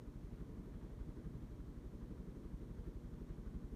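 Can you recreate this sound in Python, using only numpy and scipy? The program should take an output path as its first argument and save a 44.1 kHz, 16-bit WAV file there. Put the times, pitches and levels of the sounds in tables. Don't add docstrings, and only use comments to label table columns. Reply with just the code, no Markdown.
import sys
import numpy as np
from scipy import signal
from scipy.fft import rfft, irfft
from scipy.io import wavfile
from scipy.ndimage import uniform_filter1d

SR = 44100
rng = np.random.default_rng(int(sys.argv[2]) if len(sys.argv) > 2 else 0)


def wav_record(signal):
    frames = np.transpose(np.atleast_2d(signal))
    bounded = np.clip(frames, -1, 1)
    quanta = np.round(bounded * 32767).astype(np.int16)
    wavfile.write(sys.argv[1], SR, quanta)


N = 165375

PASS_HZ, FIRST_PASS_S = 11.773, 0.0742

DIP_WIDTH_S, DIP_PEAK_DB, DIP_JITTER_S = 0.0049, -33.5, 0.00072
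PUSH_LEAD_S, PUSH_WIDTH_S, PUSH_REL_DB = 0.0072, 0.0036, -9

BUFFET_LAG_S, BUFFET_RISE_S, BUFFET_FALL_S = 0.0033, 0.019, 0.013
BUFFET_RMS_DB, BUFFET_SCATTER_DB = -57.5, 0.53
WHOOSH_LAG_S, WHOOSH_RISE_S, WHOOSH_FALL_S = 0.004, 0.012, 0.0095
WHOOSH_RMS_DB, WHOOSH_SCATTER_DB = -63.5, 0.5
BRUSH_LEAD_S, BRUSH_RISE_S, BRUSH_FALL_S = 0.0022, 0.019, 0.011
BRUSH_RMS_DB, BRUSH_SCATTER_DB = -80, 0.5
EDDY_JITTER_S, BRUSH_JITTER_S = 0.002, 0.005

WALL_DB, WALL_DELAY_S, WALL_LOW_HZ, WALL_HIGH_HZ = -3, 0.021, 458, 976
TAIL_DB, TAIL_DELAY_S, ROOM_T60_S = -9, 0.03, 0.52

AIR_RMS_DB, AIR_FLICKER_DB = -56, 0.5
WISP_RMS_DB, WISP_FLUTTER_DB = -85, 3
HUM_HZ, HUM_WAVER_DB = 119.97, 0.5
HISS_RMS_DB = -79

LOW_CUT_HZ, TOP_HZ = 37.8, 15200

# time_s, gain_db
DIP_CONTOUR = [(0, -1), (.2, -2), (.55, -2.5), (1.3, -4), (1.45, -2), (1.65, -3), (2.2, -3), (2.7, -6.5),
               (2.85, -.5), (3.2, -2), (3.5, -1.5), (3.75, 0)]
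# time_s, gain_db
BUFFET_CONTOUR = [(0, -7), (.33, 3.5), (.68, -1), (.95, -0.5), (1.3, -0.5), (1.5, -3), (2.1, 0),
                  (2.4, -4.5), (2.8, -0.5), (3.1, 1), (3.55, -1), (3.75, 1.5)]
# time_s, gain_db
WHOOSH_CONTOUR = [(0, 2.5), (.25, -13), (.35, 1.5), (.6, -2), (1.0, -2.5), (1.15, 6.5), (1.35, -0.5),
                  (1.45, 3.5), (1.77, -1.5), (1.9, 1.5), (2.15, 1.5), (2.7, 0.5), (3.0, -6.5), (3.2, 3.5),
                  (3.5, -2.5), (3.65, -5.5)]
# time_s, thump_change_db, buffet_change_db,
# whoosh_change_db, brush_change_db
ROUGH_AIR = [(.415, -1.5, 1.5, 2.5, 4), (.5, -1, 3, 2, 1.5), (.669, -3.5, 3, 5, -1.5),
             (.754, 1, 2.5, -1, 3.5), (.839, -0.5, 1.5, 3.5, 3), (1.009, 5, -3.5, 2.5, 3.5),
             (1.094, 1.5, 3, 0.5, 1), (1.264, 2, 5, -1.5, 3), (1.349, -0.5, 3.5, -0.5, 0),
             (2.029, 2, -3, -5, 3), (2.113, -0.5, 3.5, 0.5, -3), (2.453, 3.5, 3, 3.5, 3.5),
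             (2.538, 6, 4.5, 0, -2.5), (2.623, 3, 0.5, 2.5, -2), (2.793, 1.5, 3.5, 4, 2),
             (2.878, 0.5, 0.5, 5, 3), (3.303, 3, 1.5, -1, 4.5), (3.473, 3, 3, 3.5, 5.5),
             (3.557, 1.5, 2, 3.5, 1.5), (3.727, 0, -1, 13.5, -2)]
# frequency_hz, density_db (per Hz)
BUFFET_SPECTRUM = [(20, -18.5), (55, -3), (92, -7), (120, -2.5), (165, 1.5), (210, -2.5), (300, -13.5),
                   (600, -41.5), (1200, -63.5)]
# frequency_hz, density_db (per Hz)
WHOOSH_SPECTRUM = [(100, -21.5), (200, -8.5), (280, 1), (390, -0.5), (440, -4.5), (510, -19), (620, -24.5),
                   (780, -39), (1500, -56)]
# frequency_hz, density_db (per Hz)
BRUSH_SPECTRUM = [(200, -33), (750, -10.5), (1100, 4), (1750, -3.5), (2700, -16.5), (4000, -16.5),
                  (7000, -30), (15000, -44)]
# frequency_hz, density_db (per Hz)
AIR_SPECTRUM = [(20, -21.5), (55, -1), (92, -8.5), (140, -6.5), (205, -8), (250, -13), (330, -13.5),
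                (430, -19), (520, -22), (620, -25.5), (760, -30.5), (980, -29), (1350, -35.5), (2000, -39),
                (2600, -45.5), (6000, -75)]
# frequency_hz, density_db (per Hz)
WISP_SPECTRUM = [(300, -8.5), (560, 4.5), (850, 1), (1300, -4.5), (2100, -3), (4000, -13), (7000, -19),
                 (15000, -26)]
# multiple_of_hum_pitch, rms_db
HUM_PARTIALS = [(1, -65), (2, -64.5), (3, -81), (4, -79), (5, -80.5), (8, -93)]
# centre_hz, half_width_hz (at half amplitude), rms_db
RESONANCES = [(288.8, 6.8, -69), (357.5, 25, -75.5), (473, 13, -80), (957, 12, -90.5), (1087, 14, -92)]
# frequency_hz, density_db (per Hz)
HISS_SPECTRUM = [(1500, 0), (2750, -4), (3150, 1), (4500, -2), (4900, -5.5), (5400, -2.5), (6600, -3),
                 (7600, -6.5), (8900, -5), (9900, -7), (10400, -11.5), (11100, -7.5), (15000, -10.5)]


def amp(db):
    return 10 ** (np.asarray(db) / 20)


def level(x, db):
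    return x * amp(db) / np.sqrt(np.mean(x ** 2))


def noise(gain_at):
    hz = np.maximum(np.arange(N // 2 + 1) * SR / N, 1)
    white = rng.standard_normal(N)
    return irfft(rfft(white) * gain_at(hz), N)


def coloured(spectrum):
    point_hz, point_db = np.array(spectrum, float).T
    return noise(lambda hz: amp(np.interp(np.log(hz), np.log(point_hz), point_db)))


def walk(rate_hz):
    step = int(SR / rate_hz)
    steps = np.repeat(rng.standard_normal(N // step + 1), step)
    wander = uniform_filter1d(uniform_filter1d(steps, step), step)[:N]
    return wander / np.std(wander)


def contour(t, table):
    return amp(np.interp(t, *np.array(table).T))


def bump(t, width_s):
    return np.exp(-0.5 * (t / width_s) ** 2)


def pass_times():
    passes = np.arange(-1, int(N / SR * PASS_HZ) + 1)
    return FIRST_PASS_S + passes / PASS_HZ


def pass_strengths():
    times = pass_times()
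    change_db = np.zeros((len(times), 4))
    for at, *db in ROUGH_AIR:
        change_db[np.argmin(np.abs(times - at))] = db
    return change_db.T


def pressure_dips(t):
    times, thump_db = pass_times(), pass_strengths()[0]
    times = times + DIP_JITTER_S * rng.standard_normal(len(times))
    pulses = np.zeros(N)
    for at, db in zip(times, thump_db):
        push = amp(PUSH_REL_DB) * bump(t - at + PUSH_LEAD_S, PUSH_WIDTH_S)
        suction = bump(t - at, DIP_WIDTH_S)
        pulses += amp(db) * (push - suction)
    return pulses * amp(DIP_PEAK_DB) * contour(t, DIP_CONTOUR)


def blade_noise(t, spectrum, lag_s, rise_s, fall_s, scatter_db, change_db, jitter_s):
    times = pass_times() + lag_s
    size, late = rng.standard_normal((len(times), 2)).T
    swell = np.zeros(N)
    for at, db in zip(times + jitter_s * late, change_db + scatter_db * size):
        swell += amp(db) * bump(t - at, np.where(t < at, rise_s, fall_s))
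    return swell * coloured(spectrum)


def swishes(t):
    _, buffet_db, whoosh_db, brush_db = pass_strengths()
    buffet = blade_noise(t, BUFFET_SPECTRUM, BUFFET_LAG_S, BUFFET_RISE_S, BUFFET_FALL_S,
                         BUFFET_SCATTER_DB, buffet_db, EDDY_JITTER_S)
    whoosh = blade_noise(t, WHOOSH_SPECTRUM, WHOOSH_LAG_S, WHOOSH_RISE_S, WHOOSH_FALL_S,
                         WHOOSH_SCATTER_DB, whoosh_db, EDDY_JITTER_S)
    brush = blade_noise(t, BRUSH_SPECTRUM, -BRUSH_LEAD_S, BRUSH_RISE_S, BRUSH_FALL_S,
                        BRUSH_SCATTER_DB, brush_db, BRUSH_JITTER_S)
    buffet = level(buffet * contour(t, BUFFET_CONTOUR), BUFFET_RMS_DB)
    whoosh = level(whoosh * contour(t, WHOOSH_CONTOUR), WHOOSH_RMS_DB)
    return buffet + whoosh + level(brush, BRUSH_RMS_DB)


def room(x, t):
    band = signal.butter(2, [WALL_LOW_HZ, WALL_HIGH_HZ], "band", fs=SR, output="sos")
    middle = signal.sosfilt(band, x)
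    wall = amp(WALL_DB) * np.interp(t - WALL_DELAY_S, t, middle)
    decay = np.exp(-np.log(1000) * t / ROOM_T60_S)
    response = rng.standard_normal(N) * (t > TAIL_DELAY_S) * decay
    response /= np.linalg.norm(response)
    tail = irfft(rfft(x) * rfft(response), N)
    return wall + amp(TAIL_DB) * tail


def stirred_air():
    rumble = coloured(AIR_SPECTRUM) * amp(AIR_FLICKER_DB * walk(5.4))
    wisps = coloured(WISP_SPECTRUM) * amp(WISP_FLUTTER_DB * walk(14))
    return level(rumble, AIR_RMS_DB) + level(wisps, WISP_RMS_DB)


def motor_hum(t):
    hum = np.zeros(N)
    for multiple, db in HUM_PARTIALS:
        tone = np.sin(2 * np.pi * (multiple * HUM_HZ * t + rng.random()))
        hum += level(tone * amp(HUM_WAVER_DB * walk(3.8)), db)
    return hum


def room_rings():
    rings = np.zeros(N)
    for centre_hz, half_width_hz, db in RESONANCES:
        ring = noise(lambda hz: 1 / (1 + ((hz - centre_hz) / half_width_hz) ** 2))
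        rings += level(ring, db)
    return rings


def hiss():
    return level(coloured(HISS_SPECTRUM), HISS_RMS_DB)


def scene():
    t = np.arange(N) / SR
    swish = swishes(t)
    blades = pressure_dips(t) + swish + room(swish, t)
    steady = stirred_air() + motor_hum(t) + room_rings() + hiss()
    return (blades + steady)[None]


def record(dry):
    bass_cut = signal.butter(4, LOW_CUT_HZ, "high", fs=SR, output="sos")
    top_cut = signal.ellip(10, 0.1, 70, TOP_HZ, fs=SR, output="sos")
    return signal.sosfilt(top_cut, signal.sosfilt(bass_cut, dry))


dry = scene()
out = record(dry)
wav_record(out)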